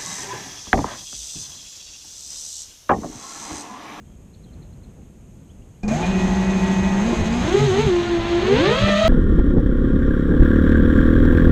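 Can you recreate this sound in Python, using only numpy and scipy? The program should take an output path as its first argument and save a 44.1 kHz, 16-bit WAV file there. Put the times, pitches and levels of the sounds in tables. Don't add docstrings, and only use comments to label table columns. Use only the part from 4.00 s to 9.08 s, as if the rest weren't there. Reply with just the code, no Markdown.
import sys
import numpy as np
from scipy import signal
from scipy.fft import rfft, irfft
from scipy.io import wavfile
from scipy.ndimage import uniform_filter1d

SR = 44100
rng = np.random.default_rng(int(sys.argv[2]) if len(sys.argv) > 2 else 0)


def log_audio(samples):
    frames = np.atleast_2d(samples).T
    limited = np.clip(frames, -1, 1)
    pcm = np.round(limited * 32767).astype(np.int16)
    wavfile.write(sys.argv[1], SR, pcm)


N = 224024
T = np.arange(N) / SR
START_S = 1.829
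CRUISE_HZ = 125
CLEAR_S, CLEAR_LENGTH_S = 3.714, 0.49
CLEAR_DB = -7


def undb(db):
    return 10 ** (np.asarray(db) / 20)


def unit(x):
    return x / np.sqrt(np.mean(x ** 2))


def curves(table):
    s, *columns = np.transpose(table)
    return [np.interp(T, s, c) for c in columns]


def ramp(start_s, length_s):
    return np.clip((T - start_s) / length_s, 0, 1)


def swell(s, length_s):
    return np.exp(-.5 * ((T - s) / length_s) ** 2)


def walk(rate):
    k = max(int(SR / rate), 2)
    steps = np.repeat(rng.standard_normal(N // k + 2), k)
    smooth = uniform_filter1d(uniform_filter1d(steps, k), k)
    return unit(smooth[:N])


def noise(points):
    hz, db = np.transpose(points)
    f = np.maximum(np.fft.rfftfreq(N, 1 / SR), 1)
    ends = np.minimum(f / hz[0], 1) ** 2 * np.minimum(hz[-1] / f, 1) ** 4
    colour = undb(np.interp(np.log(f), np.log(hz), db))
    return unit(irfft(rfft(rng.standard_normal(N)) * ends * colour, N))


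def resonance(hz, modes):
    return 1 + sum((undb(db) - 1) / (1 + (2 * (hz - f) / width) ** 2) for f, width, db in modes)


def ringing(modes, s, db, decay_s):
    age = np.maximum(T - s, 0) / decay_s
    ring = 0
    for hz, width, mode_db in modes:
        unsteady_hz = hz + width / 2 * walk(200)
        ring = ring + undb(mode_db) * np.sin(2 * np.pi * np.cumsum(unsteady_hz) / SR)
    return undb(db) * ring * age * np.exp(2 - 2 * age)


def park(breeze_db=-43, sway_db=.9, puff_s=0.68, puff_length_s=0.21, puff_db=2.2, hiss_db=-64):
    # (frequency [Hz], level [dB])
    park_colour = [(12, -32), (20, -12), (54, -0.5), (216, -8.5), (278, -15.5), (474, -21.5), (1020, -34.5),
                   (3300, -48.5), (3700, -54), (4160, -51), (5000, -85), (6500, -90), (11000, -120)]
    # (frequency [Hz], level [dB])
    mic_colour = [(2500, 0), (4800, -9.5), (5900, -7), (6450, 7), (7100, 1), (9000, -4), (10200, -12),
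                  (11500, -9), (13000, -9)]
    db = breeze_db + puff_db * swell(puff_s, puff_length_s) + sway_db * walk(13.94)
    return noise(park_colour) * undb(db) + undb(hiss_db) * noise(mic_colour)


def birds(tail_db=-6, tail_s=.04):
    # (time [s], level [dB])
    chips = [(.330, -56), (.428, -57), (.522, -59), (.614, -57), (.718, -62.5), (.827, -58)]
    # (share of its length [0-1], pitch [Hz])
    chip_shape = [(0, 3950), (.5, 4130), (.82, 4250), (.92, 3700), (1, 3150)]
    # (time [s], start pitch [Hz], level [dB])
    notes = [(1.491, 2850, -58.5), (1.615, 2680, -65), (1.739, 2560, -65)]
    # (time [s], length [s], level [dB])
    whistles = [(0.045, 0.13, -69), (0.467, .016, -63), (0.487, .016, -62)]
    chip_s, note_s, note_rise = .023, 0.024, 1.25
    whistle_hz = 3200
    rasp = 1 + .024 * walk(700)

    def call(s, length, shape, db, late=1):
        u = ramp(s, length)
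        hz = np.interp(u, *np.transpose(shape)) * rasp
        envelope = 2 * np.sqrt(u ** late * (1 - u ** late))
        return undb(db) * envelope * np.sin(2 * np.pi * np.cumsum(hz) / SR)

    out = sum(call(s, chip_s, chip_shape, db, late=2.6) for s, db in chips)
    out = out + sum(call(s, note_s, [(0, hz), (1, hz * note_rise)], db) for s, hz, db in notes)
    out = out + sum(call(s, length, [(0, whistle_hz), (1, whistle_hz)], db) for s, length, db in whistles)
    trees = rng.standard_normal(SR // 2) * np.exp(-T[:SR // 2] / tail_s)
    scattered = signal.fftconvolve(out, trees / np.linalg.norm(trees))[:N]
    return out + undb(tail_db) * scattered


def buffeting(clear_db=-2, draught_db=-29.5, swirl_db=1.5):
    # (frequency [Hz], level [dB])
    rumble = [(15, -12), (30, -5.5), (65, -2), (110, -21), (200, -7.5), (400, -20.5), (1000, -52)]
    # (time [s], length [s], level [dB], upper edge [Hz])
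    gusts = [(1.85, 0.02, -30, 80), (2.043, 0.017, -31, 90), (2.32, .04, -28, 90.3),
             (2.861, 0.041, -25.5, 80), (3.093, 0.029, -27.5, 600), (3.212, 0.015, -14.5, 97.9),
             (3.44, 0.028, -27, 158.5), (3.624, 0.014, -25, 200), (3.72, 0.013, -17.5, 79.7),
             (3.869, 0.021, -19.5, 119.5), (4.193, 0.013, -22, 99), (4.592, .025, -21.5, 199),
             (4.687, 0.019, -27, 500), (4.835, 0.022, -17.5, 109.8), (4.887, 0.011, -22, 596.7),
             (5.047, 0.01, -20.5, 151)]
    db = draught_db + clear_db * ramp(CLEAR_S, CLEAR_LENGTH_S) + swirl_db * walk(22.4)
    out = noise(rumble) * undb(db)
    for s, length, gust_db, edge_hz in gusts:
        eddy = noise([(30, 0), (edge_hz, -3), (edge_hz * 3, -20), (edge_hz * 12, -42)])
        out = out + eddy * undb(gust_db) * swell(s, length)
    return out


def bumps():
    # (time [s], level [dB], decay [s])
    knocks = [(3.124, -26, 0.013), (3.431, -35, .02), (3.475, -34, 0.015)]
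    # (frequency [Hz], width [Hz], level [dB])
    modes = [(340, 50.4, 8.5), (647, 50, 0), (1034, 36.7, -3)]
    return sum(ringing(modes, s, db, decay) for s, db, decay in knocks)


def jolts():
    # (time [s], ring level [dB], tick level [dB], ring decay [s])
    kicks = [(1.831, -38.5, -36, .015), (1.879, -37, -27, .013), (1.905, -35, -55, .022),
             (2.027, -30.5, -55, .022)]
    # (frequency [Hz], width [Hz], level [dB])
    modes = [(350, 60, 0), (520, 90, -6), (720, 50, 2), (1620, 60, -11), (2440, 25, 0)]
    out = 0
    for s, ring_db, tick_db, decay in kicks:
        age = np.maximum(T - s, 0)
        tick = noise([(200, 13.0), (2500, -16), (7000, -9.0), (12000, -46)])
        tick = tick * (1 - np.exp(-age / 0.00067)) * np.exp(-age / 0.013)
        out = out + ringing(modes, s, ring_db, decay) + undb(tick_db) * tick
    return out


def running(rise_s):
    return ramp(START_S, rise_s)


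def spin(shaft_hz, hunt=0.00301, flutter=0.003):
    hz = uniform_filter1d(shaft_hz, size=700) * (1 + hunt * walk(25) + flutter * walk(220))
    return 2 * np.pi * (np.cumsum(hz) / SR + rng.random())


def load(shaft_hz):
    load_scale = 3.35
    octaves_per_s = uniform_filter1d(np.gradient(np.log2(shaft_hz)) * SR, size=2500)
    return np.tanh(octaves_per_s / load_scale)


def imbalance(angle, shaft_hz, hum_db, sway_db=2.0):
    # (frequency [Hz], width [Hz], lift [dB])
    mount = [(62.4, 4.6, 8.5), (140.4, 12.5, 25), (198, 24, 19)]
    return undb(hum_db + sway_db * walk(16)) * resonance(shaft_hz, mount) * np.sin(angle)


def motor(angle, shaft_hz, rattle_db, spin_up_db, magnet_dbs, flicker_db=2.2):
    # (multiple of the shaft rate, level [dB])
    rattle = [(2, -44.5), (4, -51.5), (5, -52), (6, -44), (9, -48), (10, -53.5), (11, -50), (12, -47.5),
              (18, -49.5), (30, -55)]
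    # (time [s], magnet torque trim [dB], rattle trim [dB])
    strain = [(1.85, 0, -8), (1.95, 0, -7), (2.05, 1, -2), (2.15, 1, -1), (3.0, 1, -1), (3.35, -2, -2),
              (3.55, -8, -10)]
    # (frequency [Hz], width [Hz], lift [dB])
    frame = [(355, 56, 13), (540, 90, -5), (650, 65, 10), (882, 120, 7), (1224, 56, 6.5), (1900, 65, 11.5),
             (2430, 210, 13), (4150, 200, 7), (6230, 350, 15)]
    torque_db, loose_db = curves(strain)
    torque_db = torque_db + spin_up_db * swell(1.94, .055)
    settled_db = np.interp(T, [1.98, 2.1], [-16, 0])
    partials = [(np.round(k), db + rattle_db + loose_db) for k, db in rattle]
    for k, db in zip((14, 28, 42, 84), magnet_dbs):
        partials.append((k, db + torque_db + settled_db * (k > 14)))
    out = 0
    for order, db in partials:
        hz = order * shaft_hz
        gain = undb(db + flicker_db * walk(19)) * resonance(hz, frame) / (1 + (hz / 6000) ** 10)
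        out = out + gain * np.sin(order * angle + 2 * np.pi * rng.random())
    return out


def high_whine(angle, shaft_hz):
    low_hz, high_hz = 4750, 6600
    whine_db, load_db = -48.3, 1.5
    out = 0
    for order in (49, 63):
        hz = order * shaft_hz
        out = out + np.sin(order * angle) / (1 + (low_hz / hz) ** 70 + (hz / high_hz) ** 30)
    db = whine_db + load_db * load(shaft_hz) + CLEAR_DB * ramp(CLEAR_S, CLEAR_LENGTH_S)
    return out * undb(db + 2 * walk(39.56))


def wash(angles, speed, bite_db, chop=0.17, flicker_db=1.1, sway_db=.6):
    # (frequency [Hz], level [dB])
    rush_colour = [(120, 11.5), (220, 5.5), (350, -5), (520, 2.5), (800, 2.5), (1300, -5.5), (2000, -4),
                   (2800, -10), (4500, -45)]
    hiss_colour = [(1200, -3.5), (2200, -2), (2900, -0.5), (4100, -1.5), (4700, -11), (5600, -16.5),
                   (7000, -29)]
    fine_colour = [(4500, -15), (5950, -10), (6400, 1.5), (6850, -7.5), (7900, -12), (9000, -26),
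                   (10200, -33), (11200, -19.5), (11900, -34.5), (12500, -65)]
    build_db, fizz_db = -6, 2.5
    load_rush_db, load_hiss_db = 3.5, 1
    hiss_full_hz = 154
    octaves, loaded = np.log2(speed / CRUISE_HZ), load(speed)
    hiss_octaves = np.minimum(octaves, np.log2(hiss_full_hz / CRUISE_HZ))
    starting = 1 - ramp(1.876, 0.16)
    rush_db = -33 - 1.3 * octaves + load_rush_db * loaded + build_db * starting
    hiss_db = -32 + 8 * hiss_octaves + load_hiss_db * loaded + build_db * starting
    fine_db = -38.5 + 5 * octaves + load_hiss_db * loaded + fizz_db * starting
    fine_db = fine_db + CLEAR_DB * ramp(CLEAR_S, CLEAR_LENGTH_S)
    air = 0
    for colour, db in [(rush_colour, rush_db), (hiss_colour, hiss_db), (fine_colour, fine_db)]:
        air = air + noise(colour) * undb(db + flicker_db * walk(70))
    sweeps = sum(np.cos(3 * a) for a in angles) / 2 * undb(bite_db)
    spun_up = undb(np.interp(T, [1.876, 1.886], [-17, 0]))
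    return air * unit(1 + chop * sweeps) * spun_up * undb(sway_db * walk(8.3))


def blade_tones(speeds, sway_db=2):
    # (time [s], level [dB])
    lead_tone = [(2.0, -55), (2.08, -17), (3.0, -15.5), (3.24, -23), (3.36, -20), (3.51, -25),
                 (3.555, -9.5), (3.6, -20), (3.77, -10.5), (3.83, -26), (3.9, -15.5), (4.0, -17.5),
                 (4.06, -47), (4.13, -12.5), (4.25, -25), (4.33, -14), (4.42, -23), (4.53, -9.5),
                 (4.61, -25.5), (4.9, -28.5), (5.06, -13)]
    # (pitch [Hz], level [dB])
    tone_by_pitch = [(110, -38), (172, -24), (181, -24), (205, -39), (240, -25), (290, -26), (360, -16.5),
                     (440, -18.5), (520, -22.5), (640, -23.5)]
    load_db, flutter_db = 3, 4
    hz, db = np.transpose(tone_by_pitch)
    levels = []
    for speed in speeds[1:]:
        loaded_db = load(speed) * (load_db + flutter_db * walk(130))
        levels.append(np.interp(3 * speed, hz, db) + sway_db * walk(12) + loaded_db)
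    second, third, fourth = levels
    return curves(lead_tone)[0], second, third + 25 * swell(1.865, 0.068), fourth


def propeller(angle, shaft_hz, tone_db, buzz_db, speed_db=4.0, flicker_db=2.5, rough=0.24, scatter=0.75,
              ring_hz=830, ring_db=4):
    # (multiple of the shaft rate, level [dB])
    buzz_levels = [(6, -40.5), (9, -43), (12, -45.5), (15, -45), (18, -46.5), (24, -49), (36, -54),
                   (60, -58)]
    tone = undb(tone_db + .8 * walk(60)) * np.sin(3 * angle)
    orders, dbs = np.transpose(buzz_levels)
    buzz = 0
    for k in range(6, 40, 3):
        hz = k * shaft_hz
        db = np.interp(k, orders, dbs) + flicker_db * walk(30)
        db = db + ring_db / (1 + ((hz - ring_hz) / 130) ** 2)
        dulled = undb(db) / (1 + (hz / 4300) ** 12)
        buzz = buzz - dulled * np.cos(k * angle + scatter * rng.standard_normal())
    growth = undb(buzz_db + speed_db * np.log2(shaft_hz / CRUISE_HZ))
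    rasp = 1 + rough * (shaft_hz / CRUISE_HZ) * walk(400)
    return tone + buzz * growth * rasp


def scene():
    # (time [s], shaft rate [Hz])
    lead = [(1.83, 30), (1.89, 37), (1.925, 45), (1.98, 57.5), (2.03, 62.5), (2.08, 63.8), (2.7, 63.8),
            (2.98, 64.8), (3.02, 68), (3.06, 75.4), (3.1, 79), (3.14, 77), (3.22, 70.5), (3.3, 74.8),
            (3.37, 80.5), (3.42, 81), (3.445, 97), (3.5, 115), (3.55, 134), (3.63, 143), (3.67, 137),
            (3.715, 121.5), (3.77, 131), (3.815, 151), (3.845, 150), (3.91, 119.5), (3.99, 116.5),
            (4.09, 118), (4.18, 112.3), (4.3, 115), (4.42, 113.5), (4.54, 137), (4.61, 179), (4.68, 200),
            (4.77, 217), (4.82, 215), (4.88, 221), (4.96, 216), (5.08, 219.5)]
    # (time [s], shaft rate [Hz])
    second = [(1.831, 33), (1.92, 46.98), (2.039, 59.16), (2.2, 59.57), (3.42, 59.41), (3.62, 81.07),
              (3.72, 73), (3.83, 82.92), (3.95, 69.93), (4.22, 65.7), (4.421, 67), (4.57, 83.87),
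              (4.62, 110), (4.72, 158.5), (4.78, 182.9), (4.831, 196.8), (4.89, 202.4), (4.949, 199),
              (5.08, 215.5)]
    third = [(1.83, 68), (1.89, 70.6), (1.95, 78.6), (2.03, 69.15), (2.998, 68.4), (3.12, 74.66),
             (3.25, 68.85), (3.6, 84.22), (3.72, 75), (3.829, 85.5), (4.001, 73.3), (4.42, 74),
             (4.559, 83.73), (4.63, 104.1), (4.68, 120), (4.72, 140), (4.779, 174.8), (4.88, 200),
             (4.96, 202), (5.08, 211)]
    fourth = [(1.83, 37.05), (2.05, 74.17), (2.998, 74.17), (3.121, 81.67), (3.249, 74.15), (3.4, 81.54),
              (3.62, 139), (3.722, 120), (3.83, 143.4), (3.92, 117), (4.2, 111.9), (4.4, 117),
              (4.531, 164.5), (4.62, 178), (4.68, 188.9), (4.79, 215.5), (5.08, 219)]
    # (blade tone trim [dB], imbalance hum away from the mount's resonances [dB])
    trims = [(-0.5, -42.5), (-0.5, -39.5), (-4.5, -47.5), (-5, -55.5)]
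    # (blade buzz trim [dB], rattle trim [dB], extra magnet level at spin-up [dB],
    # then magnet whine before strain and frame at 14, 28, 42 and 84 times the shaft rate [dB each])
    shares = [(7, 1.5, 10.5, -42, -55, -57, -62), (5.5, -2.5, -10, -44.5, -48.5, -50.5, -65),
              (-3, -2.5, -4, -53.5, -51, -72, -72), (-5, -4, -8, -46.5, -60, -58, -60)]
    load_buzz_db = 3.5
    speeds = [curves(table)[0] for table in (lead, second, third, fourth)]
    angles = [spin(hz) for hz in speeds]
    speed = np.sqrt(np.mean(np.square(speeds), axis=0))
    bite_db = -2 + 3.5 * np.log2(speed / CRUISE_HZ)
    drone = wash(angles, speed, bite_db) + buffeting() + high_whine(angles[0], speeds[0])
    for hz, angle, tone_db, trim, share in zip(speeds, angles, blade_tones(speeds), trims, shares):
        trim_db, hum_db = trim
        buzz_db, rattle_db, spin_up_db, *magnet_dbs = share
        loaded_db = load_buzz_db * load(hz) * np.minimum(hz / CRUISE_HZ, 1) ** 2
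        drone = drone + propeller(angle, hz, tone_db + trim_db, buzz_db + bite_db + loaded_db)
        drone = drone + imbalance(angle, hz, hum_db)
        drone = drone + running(0.071) * motor(angle, hz, rattle_db, spin_up_db, magnet_dbs)
    return (drone * running(0.0084) + jolts() + bumps() + birds() + park())[None]


def record(dry):
    return signal.sosfilt(signal.ellip(8, .2, 80, 13100, fs=SR, output="sos"), dry)


dry = scene()
out = record(dry)
log_audio(out)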